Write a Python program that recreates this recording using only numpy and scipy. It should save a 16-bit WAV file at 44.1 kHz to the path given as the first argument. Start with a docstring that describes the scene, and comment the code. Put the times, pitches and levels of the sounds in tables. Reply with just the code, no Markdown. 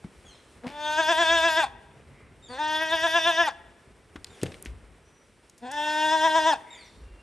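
"""A goat kid bleats three times in a dirt pen with a sheet-metal fence, a few metres from a phone.
Fold pulses and breath ring its throat: each bleat starts low, jumps to its pitch, and is shaken by pushes
of breath that lift the pitch and open the throat. Ground and fence echo it.
Noise bursts and damped rings make thuds, booms, ticks and a rough grunt; far birds sing in sine notes;
behind lies the yard, shaped noise that rumbles, hisses, rustles and carries hoarse far-off calls."""
import sys
import numpy as np
from scipy import signal
from scipy.fft import rfft, irfft, next_fast_len
from scipy.io import wavfile

SR = 44100
rng = np.random.default_rng(int(sys.argv[2]) if len(sys.argv) > 2 else 0)


def wav_out(sig):
    """Save sig, one row per channel (or a flat mono array), as 16-bit PCM at SR to the path in sys.argv[1]."""
    wavfile.write(sys.argv[1], SR, np.round(np.clip(np.atleast_2d(sig).T, -1, 1) * 32767).astype(np.int16))


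N = 318402
T = np.arange(N) / SR
SIDES = np.array([[1], [-1]])  # left, right
TOP_HZ = 11900  # the scene is rendered up to this frequency


def undb(db):
    """Decibels to gain."""
    return 10 ** (np.asarray(db) / 20)


def unit(x):
    """Scale to rms 1."""
    return x / np.sqrt(np.mean(x ** 2))


def filtered(x, response):
    """Pass a sound through a response given as a function of frequency."""
    n = x.shape[-1]
    size = next_fast_len(n + SR // 10, True)
    hz = np.maximum(np.arange(size // 2 + 1) * SR / size, 1)
    return irfft(rfft(x, size) * response(hz), size)[..., :n]


def lowpassed(x, cut_hz):
    """Keep what lies below a cut, without delay."""
    return filtered(x, lambda f: 1 / (1 + (f / cut_hz) ** 4))


def resonate(x, hz, width):
    """One resonance, gain 1 at its centre."""
    return filtered(x, lambda f: 1 / (1 + 1j * (f / hz - hz / f) * hz / width))


def walk(rate, size):
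    """Smooth chance that changes about rate times a second; spread 1."""
    return unit(filtered(rng.standard_normal(size), lambda f: 1 / (1 + (f / rate) ** 2)))


def bell(t, centre, half):
    """A smooth rise and fall."""
    return np.exp(-((t - centre) / half) ** 2)


def add(track, s, x):
    """Mix a sound into a track from time s on."""
    i = max(int(s * SR), 0)
    track[..., i:i + x.shape[-1]] += x[..., :N - i]


def colour(f, rows):
    """Join (Hz, value) rows by straight lines on a log-frequency axis."""
    hz, value = np.transpose(rows)
    return np.interp(np.log(f), np.log(hz), value)


def swell(s, half, hz, width):
    """A narrow band of noise rises and falls."""
    band = resonate(resonate(rng.standard_normal(N), hz, width), hz, width)
    return bell(T, s, half) * unit(band)


YARD_DB, HISS_DB = -59, -1  # the whole yard before its bands are weighted; steady hiss relative to that
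RUMBLE_WIDTH_HZ, RUMBLE_S = 21, 0.12  # bandwidth and half length of each brief rumble
FAR_CALL_HZ, FAR_CALL_WIDTH_HZ, FAR_CALL_S = 2100, 500, 0.11  # centre, bandwidth, half length
# Spectrum of the yard's air. Each row: frequency in Hz, relative level in dB per Hz.
YARD_COLOUR = [(15, -38), (25, -27), (49, -1), (149, -8.5), (262, -9), (283, -11), (386, -6.5), (718, -15),
               (2240, -18.5), (4610, -28), (5820, -27), (6290, -31.5), (8800, -25.5), (12000, -38.5),
               (15600, -96), (22000, -120)]
# Rumble of the yard over time. Each row: time in seconds, level in dB over the yard's own.
RUMBLE_LEVEL = [(0, 1.5), (1.5, 8), (2.3, 7), (3.8, 5.5), (4.05, 3), (4.8, 7), (5.45, -2.5), (6.2, 4.5)]
# Soft rustle from movement in the pen. Each row: centre in seconds, half length in seconds, dB over the hiss.
RUSTLES = [(0.206, 0.67, 5.5), (4.47, .22, 11), (6.65, 0.34, 6)]
# Brief swells of rumble. 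Each row: centre in seconds, frequency in Hz, level in dB.
RUMBLES = [(1.373, 55.1, -53), (2.01, 145.2, -55.5), (7.08, 52, -46)]
# Hoarse far-off calls. Each row: centre in seconds, level in dB.
FAR_CALLS = [(2.2, -62.5), (6.775, -53)]


def yard(side_db=-14, swell_db=1, rumble_swell_db=3.0):
    """Distant rumble and hiss waver, nearly alike on both sides, with rustles and noise-band far calls."""
    mid, side = (unit(filtered(rng.standard_normal(N), lambda f: undb(colour(f, YARD_COLOUR))))
                 for _ in range(2))
    air = undb(YARD_DB) * (mid + SIDES * undb(side_db) * side)
    low = lowpassed(air, 200)
    high = air - lowpassed(air, 3000)
    middle = air - low - high
    rumble_db = np.interp(T, *np.transpose(RUMBLE_LEVEL))
    hiss_db = HISS_DB + sum(db * bell(T, s, half) for s, half, db in RUSTLES)
    out = low * undb(rumble_db + rumble_swell_db * walk(15, N))
    out = out + high * undb(hiss_db + swell_db * walk(10, N))
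    out = out + middle * undb((rumble_db + hiss_db) / 2 + swell_db * walk(16.0, N))
    for s, hz, db in RUMBLES:
        out = out + undb(db) * swell(s, RUMBLE_S, hz, RUMBLE_WIDTH_HZ)
    for s, db in FAR_CALLS:
        out = out + undb(db) * swell(s, FAR_CALL_S, FAR_CALL_HZ, FAR_CALL_WIDTH_HZ)
    return out


def pen(x, t60, treble_t60, split_hz=3500, side_db=-10):
    """Fence and sheds scatter echoes, a little different per side; bass and treble die at their own rates."""
    t = np.arange(SR) / SR
    mid, side = rng.standard_normal((2, SR)) * np.clip((t - .004) / 0.037, 0, 1)
    noise = mid + SIDES * undb(side_db) * side
    low = lowpassed(noise, split_hz)
    tail = low * np.exp(-np.log(1000) * t / t60)  # down 60 dB at t60 seconds
    tail = tail + 0.26 * (noise - low) * np.exp(-np.log(1000) * t / treble_t60)
    return signal.fftconvolve(x[None], tail / np.sqrt(np.sum(tail ** 2) / 2), axes=1)[:, :N]


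def note(length, hz, fall, octave_db, waver=0.0078, flutter_db=3, hold=2.8):
    """A fluttering sine note holds, then falls, with its octave above."""
    u = np.linspace(0, 1, int(length * SR))
    pitch = hz * (1 - fall * u ** hold + waver * walk(120, len(u)))
    phase = 2 * np.pi * np.cumsum(pitch) / SR
    size = undb(flutter_db * walk(80, len(u))) * np.sqrt(u * (1 - u)) * 2
    return size * (np.sin(phase) + undb(octave_db) * np.sin(2 * phase))


# The bird's phrase, each note higher than the last. Each row: pitch ratio, length in seconds,
# share by which it falls, level in dB, octave in dB relative to the note.
NOTES = [(1, .068, .18, 0, -5), (1.25, .072, .22, -0.5, -11), (1.61, .04, 0.26, -6.5, -20)]
# Each time it sings. Each row: start in seconds, pitch in Hz, level in dB, time between note starts
# in seconds, extra level of the later notes in dB.
PHRASES = [(.247, 3396, -55, 0.044, -3.5), (2.424, 3710, -52.5, 0.06, 3.5), (4.295, 3680, -58, .068, -22),
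           (6.702, 3720, -49.5, 0.07, -3)]
# Thin, nearly level whistles. Each row: start in seconds, length in seconds, pitch in Hz, level in dB.
WHISTLES = [(0.798, 0.33, 6330, -47.5), (5.011, .25, 5880, -70.5), (7.03, 0.18, 2780, -67)]


def birds(echo_s=0.021, echo_db=-5):
    """Far birds: phrases of three falling notes and a few thin whistles; a wall repeats them once."""
    song = np.zeros(N)
    for s, hz, db, gap_s, later_db in PHRASES:
        for k, (ratio, length, fall, note_db, octave_db) in enumerate(NOTES):
            level = undb(db + note_db + later_db * (k > 0))
            add(song, s + k * gap_s, level * note(length, hz * ratio, fall, octave_db))
    for s, length, hz, db in WHISTLES:
        add(song, s, undb(db) * note(length, hz, fall=0.0092, octave_db=-30, waver=0.0047))
    out = song.copy()
    add(out, echo_s, undb(echo_db) * song)
    return out


def crack(t, hz, width, decay_s, grit_db=4, skirt=2.6):
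    """A rough burst of band-limited noise that dies quickly."""
    grit = rng.standard_normal(len(t)) * undb(grit_db * walk(600, len(t)))
    return unit(resonate(resonate(grit, hz, width), hz, skirt * hz)) * np.exp(-t / decay_s)


SETTLE_DB, SETTLE_S = -19.5, 0.04  # level and decay of the rumble that follows each thud


def thud(t, hz, decay_s):
    """The first swing is clean, then the ring breaks up into a broad rumble that settles."""
    rumble = unit(resonate(rng.standard_normal(len(t)), hz, hz))
    swing, fade = np.exp(-t * hz / 4), np.exp(-t / decay_s)
    ring = swing * fade * np.sin(2 * np.pi * hz * t)
    settling = 0.87 * fade + undb(SETTLE_DB) * np.exp(-t / SETTLE_S)
    return lowpassed(ring + (1 - swing) * rumble * settling, 2 * hz)


CRACK_HZ, CRACK_WIDTH_HZ = 2240, 1400
THUD_CYCLES, BOOM_CYCLES = 1.25, 3.3  # swings in which the fade drops to 1/e
# Knocks and thuds; a hoof lands at .667 as the first bleat begins. 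Each row: start in seconds, thud in dB, thud
# in Hz, crack in dB, crack decay in seconds.
KNOCKS = [(.046, -25, 198, -58.5, .01), (.667, -26, 224, -44.5, 0.057), (4.157, -28.5, 310, -47, 0.0038),
          (4.4331, -10.5, 367, -30, 0.0042), (4.4578, -24, 420, -40, .012), (4.519, -44, 380, -37.5, .004),
          (4.542, -34, 443, -42, 0.0054), (4.659, -29.5, 282, -39, 0.011)]
# Deep booms. Each row: start in seconds, level in dB, frequency in Hz.
BOOMS = [(4.165, -39.5, 66), (4.426, -23, 128), (4.454, -33, 120), (4.67, -29.5, 61.6), (4.826, -43, 55)]
# Ticks and scrapes: short noise bursts, among them a rough grunt at .636 and lips parting at 5.714.
# Each row: start in seconds, level in dB, centre in Hz, decay in seconds.
TICKS = [(.041, -45, 1000, .003), (.636, -41, 710, 0.05), (4.1585, -35, 1200, 0.0065),
         (4.2445, -26.5, 3830, 0.0016), (4.268, -47, 3460, 0.0041), (4.415, -45, 2800, 0.015),
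         (4.432, -24, 8100, .002), (4.625, -30, 10100, 0.0011), (4.651, -44.5, 6900, 0.0063),
         (5.497, -52, 6540, .004), (5.579, -51.5, 7100, 0.0071), (5.714, -34.5, 7160, 0.0054)]


def knocks():
    """Rough cracks over soft, damped thuds, with deep booms and short noise bursts; a grunt is among them."""
    out, t = np.zeros(N), np.arange(SR // 3) / SR
    for s, thud_db, thud_hz, crack_db, crack_s in KNOCKS:
        add(out, s, undb(thud_db) * thud(t, thud_hz, THUD_CYCLES / thud_hz))
        add(out, s, undb(crack_db) * crack(t, CRACK_HZ, CRACK_WIDTH_HZ, crack_s))
    for s, db, hz in BOOMS:
        add(out, s, undb(db) * thud(t, hz, BOOM_CYCLES / hz))
    for s, db, hz, decay_s in TICKS:
        add(out, s, undb(db) * crack(t, hz, 0.54 * hz, decay_s))
    return out


# Phase between the two microphone ports. Each row: frequency in Hz, lead of the left in radians.
PORT_PHASE = [(100, -0.5), (350, 0.15), (900, 0.42), (1900, 0.16), (3300, 0.79), (5500, 0.33),
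              (7200, -1.16), (8300, -0.5), (9700, -2.5), (12000, -1.6)]
# Level between the ports. Each row: frequency in Hz, left minus right in dB.
PORT_BALANCE = [(150, 7), (380, -2), (700, 1), (1300, 5), (2400, -0.5), (4400, 0), (8000, 0)]


def ports(x):
    """A sound from the front reaches the two ports with a difference in level and phase."""
    def response(f):
        """Half the difference goes to each side, with opposite sign."""
        return undb(SIDES * colour(f, PORT_BALANCE) / 2) * np.exp(1j * SIDES * colour(f, PORT_PHASE) / 2)
    return filtered(x, response)


def folds(t, hz, lift, rasp, jitter=0.00316, slack_jitter=0.017, rasp_jitter=0.0167, shimmer=0.012,
          breath_db=-1, rasp_breath=1.8, breath_hz=5000, slack_hz=283, zip_rad=.07, uneven_db=2.5):
    """Vocal folds make uneven pulses, and air hisses once each cycle; returns both together, and the air."""
    # they beat unevenly when slack, at low pitch
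    slack = 1 / (1 + np.exp((hz - slack_hz) / 8))
    wobble = (jitter + slack_jitter * slack + rasp_jitter * rasp) * walk(173, len(t))
    phase = 2 * np.pi * np.cumsum((hz + lift) * (1 + wobble)) / SR
    # the folds close like a zip, so each pulse is spread in time, and its upper harmonics waver most
    pulses = 0
    for k in range(1, int(TOP_HZ / np.median(hz)) + 1):
        uneven = undb(uneven_db * min(k / 10, 1) * walk(14.2, len(t)))
        pulses = pulses + np.cos(k * phase - zip_rad * k ** 2) * uneven
    pulses = pulses * (1 + shimmer * (1 + 2 * rasp) * walk(74, len(t)))
    air = rng.standard_normal(len(t)) * (1 + np.cos(phase)) * undb(breath_db) * (1 + rasp_breath * rasp)
    air = filtered(air, lambda f: f / (f + breath_hz))  # mostly treble
    fade_in, fade_out = np.clip((t - t[0]) / 0.033, 0, 1) ** 2, np.clip((t[-1] - t) / 0.0053, 0, 1)
    return (pulses + air) * fade_in * fade_out, air


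CREST_SHARE = 0.71  # effort peaks this far through the open call
START_HZ, MURMUR_HZ, END_HZ = 231.4, 265.5, 228.3  # pitch at first, just before the break, and at the last
BREAK_S, FALL_S = 0.012, 0.025  # how fast the pitch breaks upward, and how fast it collapses at the end
MURMUR_TILT_DB, CLOSING_TILT_DB = -2, -0.5  # brightness per octave: in the murmur, added as the mouth closes
RELEASE_S, RELEASE_DB = 0.032, -14  # the dying of the voice
SURGE_DB, SURGE_S = 2.5, 0.048  # the call surges once before the pushes begin
MOUTH_CUT_HZ = 268  # the small mouth radiates little below this
# Pushes of breath. Each row: centre in seconds, half length in seconds, pitch lift in Hz.
PUSHES = [(0.998, 0.019, 18.6), (1.106, 0.019, 31), (1.207, 0.025, 29), (1.335, 0.056, 18.6),
          (1.461, 0.033, 18.7), (1.587, 0.019, 19.6), (2.825, 0.02, 7.5), (2.936, 0.021, 14.6),
          (3.051, 0.024, 17.3), (3.163, 0.024, 21.6), (3.281, 0.026, 23.4), (3.404, 0.026, 23.3),
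          (6.139, 0.022, 9), (6.256, 0.021, 15), (6.371, 0.021, 16.4), (6.482, 0.02, 19.5)]


def bleat(times, voicing, throat, hiss_hz=7900, hiss_width=1200, full_push_hz=13, push_snap=1.27,
          flutter_db=1.33, lips_hz=830, lips_width=160, lips_db=7, lips_lead_s=0.021, lips_s=0.0097,
          hum_hz=580, hum_delay_s=0.041, hum_s=0.029, notch_hz=3950, notch_width=220, notch_depth=0.33):
    """Fold pulses and the air between them ring the throat; pushes lift the pitch and open it."""
    start, breaks, surge, end = times
    top_hz, climb_hz, hum_db, murmur_db, full_db, swell_s, first_bright, top_bright, hiss_db = voicing
    t = np.arange(start, end + 0.011, 1 / SR)
    # a low murmur breaks into the open call; one arch of effort then carries pitch and brightness
    opened = (1 + np.tanh((t - breaks) / BREAK_S)) / 2
    since_break = np.maximum(t - breaks, 0)
    effort = 1 - (1 - since_break / (CREST_SHARE * (end - breaks))) ** 2
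    collapse = np.exp(-(np.maximum(end - t, 0) / FALL_S) ** 1.4)
    murmur_hz = np.interp(t, [start, breaks], [START_HZ, MURMUR_HZ])
    hz = (1 - opened) * murmur_hz + opened * (top_hz - climb_hz * (1 - effort))
    hz = hz + (END_HZ - hz) * collapse
    open_bright = first_bright + (top_bright - first_bright) * effort
    bright = (1 - opened) * MURMUR_TILT_DB + opened * open_bright + CLOSING_TILT_DB * collapse
    # the level swells from the murmur, surges, holds, and is released
    level_db = full_db + (murmur_db - full_db) * np.exp(-since_break / swell_s)
    level_db = level_db + SURGE_DB * bell(t, surge, SURGE_S)
    level_db = level_db + RELEASE_DB * np.clip(1 - (end - t) / RELEASE_S, 0, 1)
    pushes = [push for push in PUSHES if start < push[0] < end]
    lift = sum(lift_hz * bell(t, at, half) for at, half, lift_hz in pushes)
    strain = np.tanh((lift / full_push_hz) ** push_snap)
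    # the folds rasp as each push lets go
    rasp = sum(lift_hz / 20 * bell(t, at + 0.896 * half, 0.0095) for at, half, lift_hz in pushes)
    source, air = folds(t, hz, lift, rasp)
    # the call starts with a short hum through the nose while the mouth opens
    hum = undb(hum_db) * bell(t, start + hum_delay_s, hum_s) * lowpassed(source, hum_hz)
    mouth = np.clip((t - start) / (hum_delay_s + hum_s), 0, 1)
    # the closing lips end the call with a short hoot
    hoot = undb(full_db + lips_db) * bell(t, end - lips_lead_s, lips_s)
    voice = hoot * resonate(source, lips_hz, lips_width)
    # some of the air whistles past the teeth
    teeth_gain = undb(level_db + hiss_db + bright * np.log2(hiss_hz / 1000))
    voice = voice + mouth * teeth_gain * resonate(air, hiss_hz, hiss_width)
    for k, (f, width, db, push_db) in enumerate(throat):
        # tongue and jaw tremble, which stirs the upper resonances most
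        flutter = flutter_db * min(f / 2500, 1) * walk(34, len(t))
        gain = undb(level_db + db + push_db * strain + flutter + bright * np.log2(f / 1000))
        voice = voice + (-1) ** k * mouth * gain * resonate(source, f, width)
    voice = hum + filtered(voice, lambda f: 1 / np.sqrt(1 + (MOUTH_CUT_HZ / f) ** 12))
    # a side cavity of the throat swallows part of a band above the strong resonances
    return voice - notch_depth * resonate(voice, notch_hz, notch_width)


# Timing of the bleats. Each row: start, upward break of the voice, first surge and end, all in seconds.
BLEAT_TIMES = [(0.614, 0.695, 0.89, 1.662), (2.468, 2.582, 2.74, 3.505), (5.598, 5.712, 6.04, 6.555)]
# Voicing of each bleat. Each row: top pitch in Hz before pushes, climb to it in Hz, hum in dB, murmur in dB,
# full call in dB, swell in seconds, first and top brightness in dB per octave, hiss in dB over the call.
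BLEATS = [(317.5, 28, -34.5, -53.5, -29.5, 0.1, -1.8, 2.95, -19),
          (322.44, 20, -43.5, -36.5, -28.5, 0.013, 0.67, 4.12, -32),
          (313.1, 20, -39, -39.5, -26, 0.11, 1.9, 1.2, -29)]
# Resonances of nose and throat, one list per bleat. Each row: centre in Hz, width in Hz, level in dB
# over the call, extra dB at a full push.
THROATS = [
    [(286, 180, -11, 15), (656, 97, 1.5, 9.5), (925, 117, 2, 7.5), (1562, 105, -1.5, 12),
     (1880, 210, -10, 10.5), (2650, 940, -14.5, 7.5), (3540, 253, -6.5, 3.5), (4930, 710, -23, 2),
     (7160, 1540, -30, 5), (10950, 360, -27.5, -10.5)],
    [(320, 630, -10.5, 10.5), (705, 98, 0, 10.5), (907, 30.0, 6, 14.5), (1668, 104, -3.5, 9),
     (1927, 58, -7, 5.5), (2730, 870, -17.5, 7), (3560, 224, -10.5, 6.0), (5020, 1250, -26.5, 0),
     (5940, 1620, -28.5, 3), (10900, 82, -30.5, 0)],
    [(336, 484, -5.5, 3), (876, 147, 10, 2.5), (868.6, 119, 6.5, -28), (1604, 286, -5, -4),
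     (1995, 730, -15, 0.5), (2730, 480, -13.5, -5), (3620, 390, -14.0, 6), (5090, 400, -21.0, 4),
     (6550, 2800, -32, 7.5), (11020, 310, -31.5, -5)],
]
# Echo paths of each bleat. Each row: ground echo in ms, its gain, fence echo in ms, its gain.
ECHO_PATHS = [(1.164, 0.31, 8.43, 0.19), (1.17, 0.14, 5.77, 0.36), (1.168, 0.45, 9.7, 0.034)]


def goat(fence_top_hz=2500):
    """The bleats, each with its delayed echoes from the ground and the corrugated fence."""
    out = np.zeros(N)
    for times, voicing, throat, echoes in zip(BLEAT_TIMES, BLEATS, THROATS, ECHO_PATHS):
        ground_ms, ground, fence_ms, fence = echoes

        def paths(f):
            """Direct sound and two echoes; the ribs of the fence scatter the treble away."""
            turn = -2j * np.pi * f / 1000  # phase per ms of delay
            fence_echo = fence * np.exp(turn * fence_ms) / (1 + 1j * f / fence_top_hz)
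            return 1 + ground * np.exp(turn * ground_ms) + fence_echo
        call = np.pad(bleat(times, voicing, throat), (0, SR // 20))  # room for the echoes
        add(out, times[0], filtered(call, paths))
    return out


def scene(knock_pan_db=1.6):
    """Goat, knocks and birds in the pen, over the yard."""
    kid, bumps, far = goat(), knocks(), birds()
    near = kid + bumps
    close_echoes = undb(-18) * pen(near, t60=.09, treble_t60=.18)
    late_echoes = undb(-28) * pen(near, t60=.85, treble_t60=.9)
    bird_echoes = undb(-6) * pen(far, t60=0.64, treble_t60=1.0)
    front = ports(kid + close_echoes + late_echoes)
    panned_bumps = bumps * undb(SIDES * knock_pan_db / 2)  # a little to the left
    return front + panned_bumps + far + bird_echoes + yard()


def record(dry, low_cut_hz=38):
    """The phone drops the deepest rumble; the top is left out."""
    thin = signal.sosfilt(signal.butter(4, low_cut_hz, "highpass", fs=SR, output="sos"), dry)
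    return signal.sosfilt(signal.ellip(8, .2, 70, TOP_HZ, fs=SR, output="sos"), thin)


dry = scene()
out = record(dry)
wav_out(out)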